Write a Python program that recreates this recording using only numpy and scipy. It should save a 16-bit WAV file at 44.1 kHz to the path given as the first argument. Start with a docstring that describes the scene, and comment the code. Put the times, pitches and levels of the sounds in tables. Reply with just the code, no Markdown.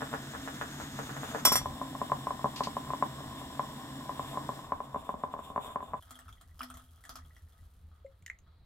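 """Moka pot and pouring coffee

A steel moka pot finishes brewing on a small gas burner: bursting bubbles excite the resonances of its chamber,
over filtered turbulent noise for the flame's roar and the hiss of steam.
The raised lid drops shut with a clatter of decaying steel modes, and later the gas is turned down.
Then, with the burner silent, a thin stream of coffee runs into a metal mug, which rings under clicks
and sine-like trapped bubbles, and ends in a few drips and a faint hiss."""
import sys
import numpy as np
from scipy import signal
from scipy.fft import rfft, irfft, next_fast_len
from scipy.io import wavfile
from scipy.ndimage import uniform_filter1d

SR = 44100
rng = np.random.default_rng(int(sys.argv[2]) if len(sys.argv) > 2 else 0)


def wav_record(signal):
    """Record a signal, one row per channel, as 16-bit PCM in the file named by sys.argv[1]."""
    frames = np.transpose(np.atleast_2d(signal))
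    bounded = np.clip(frames, -1, 1)
    # unit amplitude maps onto the largest positive 16-bit level
    quanta = np.round(bounded * 32767).astype(np.int16)
    wavfile.write(sys.argv[1], SR, quanta)


N = 381465
TIME = np.arange(N) / SR
SIZE = 8192  # samples in an impulse response or a short sound
BREW_END = 5.998  # s, when the pot gives way to the pouring

# the burner, levels before each layer's own gain: time_s, flame_db, jet_db
GAS_FLOW = [(0, -47.5, -53.5), (1.5, -46.5, -56), (3, -48, -55.5), (4.58, -47.5, -56.5), (4.72, -57, -66.5),
            (6, -63, -80)]
# surges of the stream: start_s, hum_db
STREAM_SURGES = [(6.109, -55), (6.606, -44.5), (7.092, -57)]


def gurgle():
    """Impulsive excitation of a cavity: each burst knocks the air in the pot, and the closed lid makes it ring hollow."""
    # big bubbles bursting, levels before the room gain: start_s, level_db
    big_bursts = [(0.02, -28), (0.13, -31), (0.139, -27), (0.35, -34.5), (0.476, -31), (0.613, -26.5),
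                  (0.99, -29.5), (1.167, -34), (1.233, -31.5), (1.348, -25), (1.452, -22.5), (1.473, -21),
                  (1.519, -22), (1.555, -24), (1.658, -24.5), (1.815, -26), (1.951, -31.5), (2.016, -22),
                  (2.119, -17), (2.27, -22.5), (2.307, -24), (2.444, -18.5), (2.458, -23.5), (2.607, -19.5),
                  (2.672, -26), (2.768, -23.5), (2.904, -26), (2.935, -24), (3.025, -16.5), (3.595, -20.5),
                  (4.094, -26.5), (4.195, -25), (4.373, -24.5), (4.491, -24), (4.721, -20.5),
                  (4.804, -27.5), (4.946, -27), (4.96, -26), (5.092, -23.5), (5.141, -30), (5.237, -22.5),
                  (5.339, -27.5), (5.391, -31.5), (5.502, -35), (5.561, -23.5), (5.578, -22),
                  (5.759, -22.5), (5.827, -33), (5.935, -27.5), (5.941, -26)]
    # spectrum of a burst with the lid up: frequency_hz, level_db
    open_colour = [(60, -28), (130, -13.5), (260, -2), (370, -11.5), (450, -2.5), (650, -1), (1050, -3.5),
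                   (1350, -3), (1700, -5), (2200, -17.5), (3000, -22.5), (6000, -45), (15000, -45.5)]
    # spectrum of a burst with the lid down: frequency_hz, level_db
    shut_colour = [(60, -30), (130, -4.5), (250, 2.5), (365, -20), (480, -7.5), (590, 2.5), (850, -1),
                   (1100, 2), (1300, -6.5), (1650, -9.5), (2100, -18), (3000, -30), (6000, -49),
                   (15000, -64)]
    # air resonances of the closed chamber: frequency_hz, width_hz, lift_db
    chamber_modes = [(410.7, 31, 17.5), (533, 25, 7), (727, 17, -1.5), (773.4, 27, 7.5), (1028, 130, 9.5)]
    lid_shut = 1.45  # s
    note_hz, note_width_hz, note_scatter_oct = 1040, 240, .06
    open_tilt, shut_tilt, tilt_scatter = 1.6, 0.5, 1.86  # brightness, dB per octave
    small_count, small_db, small_scatter_db = 20, -35.5, 1.5  # weaker bubbles in between

    pops = np.zeros(N)
    tearing = 1 - 0.55 * np.exp(-np.arange(SIZE) / SR / 0.0012)  # the film takes a moment to tear
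    small_levels = rng.normal(small_db, small_scatter_db, small_count)
    small_bursts = zip(scattered(0, BREW_END, count=small_count), small_levels)
    for s, db in [*small_bursts, *big_bursts]:
        if s < lid_shut:
            spectrum, peaks, tilt = open_colour, [], open_tilt
        else:
            spectrum, peaks, tilt = shut_colour, chamber_modes, shut_tilt
        pitch, sharpness = rng.standard_normal(2)
        note = (note_hz * 2 ** (note_scatter_oct * pitch), note_width_hz, 0)
        pot = response(spectrum, [*peaks, note], tilt + tilt_scatter * sharpness)
        add(pops, s, amp(db) * topped(pot * tearing))
    pops = signal.sosfilt(signal.butter(2, 3400, fs=SR, output="sos"), pops)  # the liquid muffles the treble

    froth = clicks(per_s=700, spread_db=2.5)  # tiny bubbles simmer between
    lid_up = evened(colour(froth, response(open_colour)))
    lid_down = evened(colour(froth, response(shut_colour, chamber_modes)))
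    simmer = np.where(TIME < lid_shut, amp(-3.0) * lid_up, lid_down)
    simmer = simmer * amp(-51) * boil(follows=0.2, stirred=0.59)

    open_pops, shut_pops = pops * (TIME < lid_shut), pops * (TIME >= lid_shut)
    wet_pops = amp(-4) * room(open_pops, wet_db=-1) + amp(-3.5) * room(shut_pops, wet_db=-9.0)
    return wet_pops + room(simmer, wet_db=-5.5)


def boil(follows, stirred):
    """Heat input drives vapour output: the boil sinks with the flame and swells with each puff of steam.

    follows: dB lost per dB less of flame; stirred: dB gained per dB of puff."""
    # puffs of steam, each a Gaussian swell: peak_s, half_width_s, lift_db
    steam_puffs = [(1.279, 0.16, 7.5), (3.303, 0.31, 2), (4.326, 0.13, 7.5), (5.671, 0.051, 12)]
    flame = level(GAS_FLOW) / level(GAS_FLOW)[0]
    puff_db = sum(db * np.exp(-((TIME - s) / width) ** 2) for s, width, db in steam_puffs)
    return flame ** follows * amp(stirred * puff_db)


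def lid():
    """Impact and modal decay: a crack at each contact of the bouncing lid, and the steel rings."""
    # contacts with the rim, levels before the seating and room: start_s, crack_db, ring_db
    rim_hits = [(1.4504, -29.5, -24), (1.4531, -17, -17), (1.5205, -26.5, -71), (1.5239, -24, -26),
                (1.5564, -23, -23.5)]
    # ringing modes of the lid: frequency_hz, level_db, t60_s
    steel_modes = [(1987, -14.5, 0.15), (2860, -25.5, 0.068), (3397, -6.5, 0.39), (3795, -23, .11),
                   (4100, -24.5, .11), (4600, -21, .1), (5340, -12.5, .09), (5496, -0.5, 0.26),
                   (5665, -3.5, 0.24), (7350, -7, 0.22), (7706, -16.5, 0.11), (8650, -1.5, 0.14),
                   (8725, -5.5, 0.11), (10070, -12.5, .08), (10910, -16.5, .07), (11880, -13.5, 0.073),
                   (13300, 0, 0.083), (13440, -4.5, .07)]
    # spectrum of a contact: frequency_hz, level_db
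    crack_colour = [(200, -10), (1000, 4.5), (2000, -1), (2700, -5), (5000, -4), (8800, -8), (10500, 0),
                    (13200, 6), (16000, -16)]
    t, cracks, rings = np.arange(SR // 2) / SR, np.zeros(N), np.zeros(N)
    partials = [amp(db) * dying(t, t60) * np.sin(2 * np.pi * hz * t) for hz, db, t60 in steel_modes]
    ring = topped(sum(partials))
    for s, crack_db, ring_db in rim_hits:
        decay = dying(t, t60=0.006) + amp(-14.0) * dying(t, t60=.12)
        contact = rng.standard_normal(len(t)) * decay
        add(cracks, s, amp(crack_db) * topped(colour(contact, response(crack_colour))))
        add(rings, s, amp(ring_db) * ring)
    seated = amp(np.interp(TIME, [1.585, 1.61], [0, -9]))  # at rest, the rim damps the lid
    return room(cracks, wet_db=-4) + seated * rings


def pour():
    """Liquid impact and bubble entrainment: each splash knocks the mug, traps bubbles and throws spray."""
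    # big splashes, levels before the shares below: start_s, impact_db, pitch_hz, bubble_db
    big_splashes = [(6.0242, -44.5, 3170, -52), (6.1078, -35, 1270, -50), (6.1549, -43, 3240, -48),
                    (6.1901, -38.5, 1800, -49), (6.2812, -49, 1320, -45.5), (6.2902, -48, 1260, -45),
                    (6.3265, -48, 3350, -51), (6.412, -43.5, 1250, -58), (6.593, -37, 3200, -50),
                    (6.6065, -45, 1250, -28), (6.6172, -37, 1240, -43), (6.632, -31.5, 1860, -44),
                    (6.7013, -37, 1300, -42.5), (6.7414, -40, 1280, -51), (6.771, -38.5, 1170, -51),
                    (6.7976, -48, 1270, -50), (7.0392, -43.5, 1900, -49), (7.052, -41, 1720, -48),
                    (7.0931, -31, 1260, -51), (7.1561, -32.5, 1250, -44), (7.1885, -53, 1220, -46),
                    (7.3655, -51, 1920, -52)]
    # spectrum of a splash: frequency_hz, level_db
    splash_colour = [(100, -35), (260, -9), (400, -13), (700, -10), (1300, -2.5), (1900, -3.5), (2600, -24),
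                     (3400, -11), (4500, -14.5), (8000, -24.5), (16000, -49)]
    # spectrum of the spray and fizz: frequency_hz, level_db
    spray_colour = [(1000, -39), (3000, -0.5), (5000, -1.5), (8000, 0), (12000, 5.5), (16000, -0.5)]
    # ringing of the mug: frequency_hz, width_hz, lift_db
    mug_modes = [(264.4, 8.5, 22), (696, 98, 13.5), (1250, 98, 13.5), (3250, 105, 15)]
    # the running stream, levels before each layer's own gain: time_s, trickle_db, fizz_db
    stream_flow = [(6.0, -68.5, -72.5), (6.4, -74, -76.5), (6.98, -72.5, -72.5), (7.15, -73, -76.5),
                   (7.58, -77.5, -77), (8.6, -78, -96)]
    knock_db, spray_db = -17.5, -13  # shares of an impact that go into the mug and into spray

    body, mist, bubbles = np.zeros(N), np.zeros(N), np.zeros(N)
    mug, flow = response(splash_colour, mug_modes), level(stream_flow) * churn()
    for s, impact_db, hz, bubble_db in big_splashes:
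        add(body, s, amp(impact_db + knock_db) * topped(mug))
        add(bubbles, s, amp(bubble_db - 6.5) * plop(hz))
        add(mist, s, amp(impact_db + spray_db) * spray(spray_colour, t60=0.026))
    trickle = evened(colour(clicks(per_s=210, spread_db=5.5), mug))
    trickle = amp(-5.5) * flow * trickle
    fizz = evened(colour(clicks(per_s=1200, spread_db=6), response(spray_colour)))
    fizz = amp(2.5) * level(stream_flow, axis=2) * fizz

    knocks = room(body + trickle, wet_db=2.0)
    ringing = room(bubbles + blips(flow), wet_db=-6)
    return knocks + ringing + room(mist + fizz, wet_db=-4.5) + gulps()


def churn():
    """Relaxation of stirred liquid: the trickle's gain jumps at each surge and settles exponentially."""
    lift_db, settle_s = 6, 0.22  # settle_s is the time constant
    stir = sum((TIME >= s) * np.exp(-abs(TIME - s) / settle_s) for s, _ in STREAM_SURGES)
    return amp(lift_db * stir)


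def plop(hz):
    """Bubble resonance: one main bubble, with four smaller ones of scattered pitch close behind it."""
    out = bubble(hz, t60=.016, onset=.001)
    for when, pitch, size in rng.random((4, 3)):
        small = bubble(1200 * 2 ** (1.6 * pitch), t60=0.0091, onset=0.0013)
        add(out, 0.011 * when, amp(-5.5 - 10 * size) * small)
    return topped(out)


def blips(flow):
    """Bubble entrainment: small bubbles trapped by the stream, louder where it churns."""
    count, length_s = 55, 1.6
    level_db, scatter_db = 11.5, 3.5  # over the flow's gain
    centres_hz, scatter_oct = [1260, 1830, 3290], 0.084  # the pitches around which they gather
    out = np.zeros(N)
    for s in scattered(BREW_END, length_s, count=count):
        pitch, size = rng.standard_normal(2)
        hz = rng.choice(centres_hz) * 2 ** (scatter_oct * pitch)
        add(out, s, amp(level_db + scatter_db * size) * bubble(hz, t60=0.021, onset=.0006))
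    return out * flow


def gulps():
    """Resonant excitation: a surge of the stream sets the whole mug humming for a moment."""
    mug_hz = 251
    t, out = np.arange(SR // 2) / SR, np.zeros(N)
    hum = (1 - np.exp(-t / 0.016)) * dying(t, t60=0.63) * np.sin(2 * np.pi * mug_hz * t)
    for s, db in STREAM_SURGES:
        add(out, s, amp(db) * hum)
    return out


def drips():
    """Bubble resonance after drop impact: the last drips plink singly in the mug; a faint narrow hiss follows."""
    # single drips: start_s, bubble_db, pitch_hz, t60_s, spray_db
    last_drips = [(8.045, -35, 537, 0.14, -85), (8.063, -57, 2090, 0.041, -75.5),
                  (8.224, -58, 2270, 0.016, -66), (8.2625, -32.5, 1950, 0.013, -46),
                  (8.279, -41, 1850, 0.036, -60), (8.2995, -19, 2015, 0.0094, -56),
                  (8.388, -85, 3900, 0.018, -61)]
    # spectrum of their spray: frequency_hz, level_db
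    drip_colour = [(1200, -32), (2200, 3), (4000, -1), (5200, -13), (7000, 4.5), (9500, -12), (13000, -2),
                   (16000, -16)]
    # the hiss at the end: time_s, level_db
    end_hiss = [(8.2, -93.5), (8.42, -91), (8.5, -78.5), (8.65, -78)]
    # its spectrum: frequency_hz, level_db
    hiss_colour = [(1000, 8), (2800, -43), (3900, 12), (4600, 1), (5600, -30), (16000, -52)]
    out = np.zeros(N)
    for s, db, hz, t60, spray_db in last_drips:
        onset = 0.0022 * (1000 / hz) ** 1.43  # s; deeper bubbles take longer to swell
        add(out, s, amp(db) * bubble(hz, t60, onset) + amp(spray_db) * spray(drip_colour, t60=0.016))
    return room(out, wet_db=-13.5) + level(end_hiss) * rush(hiss_colour)


def bubble(hz, t60, onset):
    """Volume oscillation of a trapped bubble: a brief ring whose pitch rises a little as it nears the surface."""
    t = np.arange(SIZE) / SR
    turns = hz * np.cumsum(1 + 0.033 * np.minimum(t / t60, 1)) / SR
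    return (1 - np.exp(-(t / onset) ** 2)) * dying(t, t60) * np.sin(2 * np.pi * turns)


def spray(spectrum, t60):
    """Decaying noise burst: a tick of fine droplets, the largest of which gives it a pitch of its own."""
    mist = rng.standard_normal(SIZE) * dying(np.arange(SIZE) / SR, t60)
    droplet = (5000 * 2 ** (1.13 * rng.random()), 900, 10)
    return topped(colour(mist, response(spectrum, [droplet])))


def steam():
    """Turbulent jet noise: steam whistles faintly through the column, and spills out while the lid is up."""
    # spectrum of steam in the column: frequency_hz, level_db
    column_colour = [(500, -43.5), (2000, -13), (3400, -6.5), (4300, -24.5), (6200, -23.5), (7500, -13),
                     (9000, -16), (10800, -18), (12500, -12), (14000, -20), (16000, -20.5)]
    # its whistling resonances: frequency_hz, width_hz, lift_db
    column_peaks = [(3585, 140, 14.5), (5400, 80, 9.5), (7460, 170, 9.5), (9400, 260, 5)]
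    # steam escaping under the raised lid, before its flutter: time_s, level_db
    vent_flow = [(0, -63), (.3, -53.5), (.55, -52), (1.0, -52), (1.4, -49), (1.46, -67), (1.6, -100)]
    # its spectrum: frequency_hz, level_db
    vent_colour = [(400, -20.5), (900, -2), (1600, 0), (2400, -9), (4500, -10), (6600, -11), (10000, -21),
                   (13000, -14), (16000, -25.5)]
    # its resonance: frequency_hz, width_hz, lift_db
    vent_peaks = [(6650, 170, 13)]
    strength = amp(-60.5) * boil(follows=0.25, stirred=0.89)
    column = strength * rush(column_colour, column_peaks) * waver(rate_hz=19, depth_db=3.5)
    vent = level(vent_flow) * rush(vent_colour, vent_peaks) * waver(rate_hz=30, depth_db=2.0)
    return column + vent


def burner():
    """Combustion and jet noise: a fluttering flame over the even hiss of the gas jet."""
    # spectrum of the flame: frequency_hz, level_db
    flame_colour = [(50, -24), (100, -17.5), (135, -4.5), (175, -10), (230, -1.5), (290, -1.5), (360, -12),
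                    (450, -20.5), (800, -20), (2000, -34)]
    # resonances of the flame: frequency_hz, width_hz, lift_db
    flame_peaks = [(136, 14, 11.5), (268.2, 8.9, 5)]
    # spectrum of the gas jet: frequency_hz, level_db
    jet_colour = [(600, -13), (1800, 10.5), (2500, -6), (3400, 8.5), (4600, -4), (5400, -0.5), (6300, -9.5),
                  (7400, 1.5), (8400, -0.5), (10700, -13.5), (12000, -0.5), (14000, -19), (16000, -11)]
    # resonances of the gas jet: frequency_hz, width_hz, lift_db
    jet_peaks = [(3740, 420, -2), (5450, 100, 8), (7470, 100, 6.5), (8350, 250, -2)]
    flame = amp(2.0) * level(GAS_FLOW) * rush(flame_colour, flame_peaks)
    jet = amp(3.5) * level(GAS_FLOW, axis=2) * rush(jet_colour, jet_peaks)
    return flame * waver(rate_hz=13, depth_db=0.7) + jet


def rumble():
    """Low-frequency filtered noise: a brief dull rumble while the hand still holds the pot."""
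    # its course: time_s, level_db
    rumble_course = [(1.44, -80.5), (1.48, -48), (1.58, -49), (1.68, -45), (1.78, -58), (1.9, -80)]
    # its spectrum: frequency_hz, level_db
    rumble_colour = [(20, -21.5), (45, -5), (62, -0.5), (85, 3.5), (120, -17.5), (400, -52)]
    return level(rumble_course) * rush(rumble_colour)


def sleeve():
    """Friction noise: short dry swishes of cloth as a sleeve brushes past."""
    # swishes: start_s, level_db, t60_s
    swishes = [(2.560, -40.5, 0.26), (2.635, -38.5, 0.2)]
    # spectrum of the cloth: frequency_hz, level_db
    cloth_colour = [(800, -9), (2500, -2), (4500, 4), (7500, -9), (10000, -13.5), (16000, -23)]
    t, out = np.arange(SR // 4) / SR, np.zeros(N)
    for s, db, t60 in swishes:
        add(out, s, amp(db) * dying(t, t60))
    return out * rush(cloth_colour)


def room_noise():
    """Stationary background noise: a slowly wavering low hum under a steady, fainter wash of air."""
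    # spectrum of the low noise: frequency_hz, level_db
    hum_colour = [(20, -15.5), (45, -7), (60, -3.5), (80, -3.5), (100, -11), (135, -21), (160, -17),
                  (200, -25.5), (300, -34.5), (500, -44.5), (1500, -70.5)]
    # spectrum of the air: frequency_hz, level_db
    air_colour = [(100, -21), (400, 2), (1200, -1.5), (2600, -10), (4200, -8.5), (6000, -23.5),
                  (16000, -20)]
    hum = amp(-57.5) * rush(hum_colour, [(82.3, 4.8, 6.4)]) * waver(rate_hz=14, depth_db=3.0)
    return hum + amp(-76.5) * rush(air_colour)


def room(x, wet_db):
    """Reverberation: direct sound, a few near echoes, and a short tail with a decay time for each frequency."""
    # reflections from near surfaces: delay_s, left_gain, right_gain
    near_echoes = [(.0029, 0.18, 0.089), (.0046, -0.031, 0.37), (.0088, .12, .08), (0.0139, 0.25, 0.061)]
    # decay of the tail: frequency_hz, t60_s
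    tail_decay = [(100, 0.17), (500, 0.15), (2000, 0.17), (8000, 0.15), (16000, 0.057)]
    size = SR // 2
    taps = rng.standard_normal((2, size)) * (np.arange(size) > .005 * SR)
    hz, t, z = signal.stft(taps, SR, nperseg=256)
    decay = amp(-60 * t / read(tail_decay, hz)[:, None])
    tail = signal.istft(z * decay, SR, nperseg=256)[1]
    impulse = amp(wet_db) * tail / np.linalg.norm(tail[0])
    impulse[:, 0] += 1
    for s, left, right in near_echoes:
        impulse[:, round(s * SR)] += left, right
    return np.array([colour(x, side) for side in impulse])


def placed(x, aside):
    """Interchannel level and phase: a source aside leads in the left of two close microphones; bass is shared."""
    # left minus right at aside = 1, before the bass is shared: frequency_hz, level_db
    left_excess = [(200, -0.5), (400, 0), (700, 8), (1050, -0.5), (1300, 2), (2000, 0.5), (3400, 1),
                   (5500, 0.5), (8500, 1.5), (13000, -0.5)]
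    # phase by which the left leads at aside = 1, likewise: frequency_hz, lead_rad
    left_lead = [(0, 0), (130, -0.27), (500, 1), (950, -0.1), (1380, 2), (2070, 1.95), (2840, 2), (3500, 4),
                 (5500, 5.5), (6630, 7.5), (7400, 9.5), (8600, 9.5), (10500, 11), (13100, 14),
                 (16000, 13.5)]
    size = next_fast_len(N + SIZE, True)
    hz = np.fft.rfftfreq(size, 1 / SR)
    toward_left = amp(read(left_excess, hz)) ** (aside / 2) * np.exp(.5j * aside * read(left_lead, hz))
    left, right = rfft(x, size) * np.array([toward_left, 1 / toward_left])
    mid = (left + right) / 2
    side = (left - right) / 2 * hz / np.hypot(hz, 350)
    return irfft(np.array([mid + side, mid - side]), size)[:, :N]


def rush(spectrum, peaks=()):
    """Partial coherence: turbulent noise at two microphones, partly alike, with an rms of one."""
    # left-right likeness: frequency_hz, coherence
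    likeness = [(120, 0.99), (220, 0.98), (330, 0.91), (1000, 0.63), (2000, 0.89), (4000, 0.55),
                (16000, 0.19)]
    size = next_fast_len(N, True)
    hz = np.fft.rfftfreq(size, 1 / SR)
    a, b = rfft(rng.standard_normal((2, size))) * abs(rfft(response(spectrum, peaks), size))
    same = np.clip(read(likeness, hz), 0, 1)
    pair = np.array([a, same * a + np.sqrt(1 - same ** 2) * b])
    return evened(irfft(pair, size)[:, :N])


def response(spectrum, peaks=(), tilt_db=0):
    """Minimum-phase filtering: causal impulse response of a broad spectrum with resonances standing on it."""
    hz = np.fft.rfftfreq(SIZE, 1 / SR)
    lift = 1 + sum(amp(db) ** 2 / (1 + (2 * (hz - f) / width) ** 2) for f, width, db in peaks)
    octaves = np.log2(np.clip(hz, 200, 4000) / 1000)
    gain = amp(read(spectrum, hz) + tilt_db * octaves) * np.sqrt(lift)
    cepstrum = irfft(np.log(gain))
    causal = 2 * cepstrum * (np.arange(SIZE) < SIZE // 2)  # folding the cepstrum makes it causal
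    return irfft(np.exp(rfft(causal)))


def colour(x, impulse):
    """Convolution: passes a sound through an impulse response."""
    return signal.oaconvolve(x, impulse)[:len(x)]


def waver(rate_hz, depth_db):
    """Random amplitude modulation: a gain that drifts, its depth being the rms in dB."""
    hz = np.fft.rfftfreq(N, 1 / SR)
    drift = irfft(rfft(rng.standard_normal(N)) * np.exp(-(hz / rate_hz) ** 2), N)
    return amp(depth_db * evened(drift))


def clicks(per_s, spread_db):
    """Poisson-like impulses: random clicks of either sign, most small and a few large."""
    sizes = amp(spread_db * np.minimum(rng.exponential(1, N), 4))
    return sizes * (rng.random(N) < per_s / SR) * rng.choice([-1, 1], N)


def scattered(start, length, count):
    """Stratified sampling: random moments, one in each equal share of a stretch of time."""
    return start + length * (np.arange(count) + rng.random(count)) / count


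def dying(t, t60):
    """Exponential decay: 60 dB lost in t60 seconds."""
    return np.exp(-np.log(1000) * t / t60)


def amp(db):
    """Logarithmic level: decibels to gain."""
    return 10 ** (np.asarray(db) / 20)


def evened(x):
    """Mean power: scales to an rms of one."""
    return x / np.sqrt(np.mean(x ** 2) + 1e-20)


def topped(x):
    """Short-time power: scales so that the loudest 4 ms have an rms of one."""
    return x / np.sqrt(uniform_filter1d(x ** 2, size=176, mode="constant").max() + 1e-20)


def read(points, hz):
    """Log-frequency interpolation: joins the points of a spectrum."""
    f, value = np.transpose(points)
    return np.interp(np.log(hz + 1), np.log(f + 1), value)


def level(rows, axis=1):
    """Envelope: one dB column of a curve as a gain for every sample."""
    rows = np.asarray(rows)
    return amp(np.interp(TIME, rows[:, 0], rows[:, axis]))


def add(mix, s, sound):
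    """Superposition: adds a sound into the mix at time s."""
    part = mix[max(round(s * SR), 0):][:len(sound)]
    part += sound[:len(part)]


def scene():
    """Superposition of sources: first the pot on the flame, then the pouring, over the low noise of the room."""
    brewing = np.clip((BREW_END - TIME) / .004, 0, 1)
    pot = placed(gurgle() + steam() + burner() + lid() + rumble() + sleeve(), aside=0.8)
    mug = placed(pour() + drips(), aside=0.16)
    return brewing * pot + (1 - brewing) * mug + room_noise()


def record(dry):
    """Linear-phase low-pass filtering: the recorder's band limit."""
    edge_hz = 15850
    lowpass = signal.firwin(511, edge_hz, window=("kaiser", 9), fs=SR)
    return signal.oaconvolve(dry, lowpass[None], "same")


dry = scene()
out = record(dry)
wav_record(out)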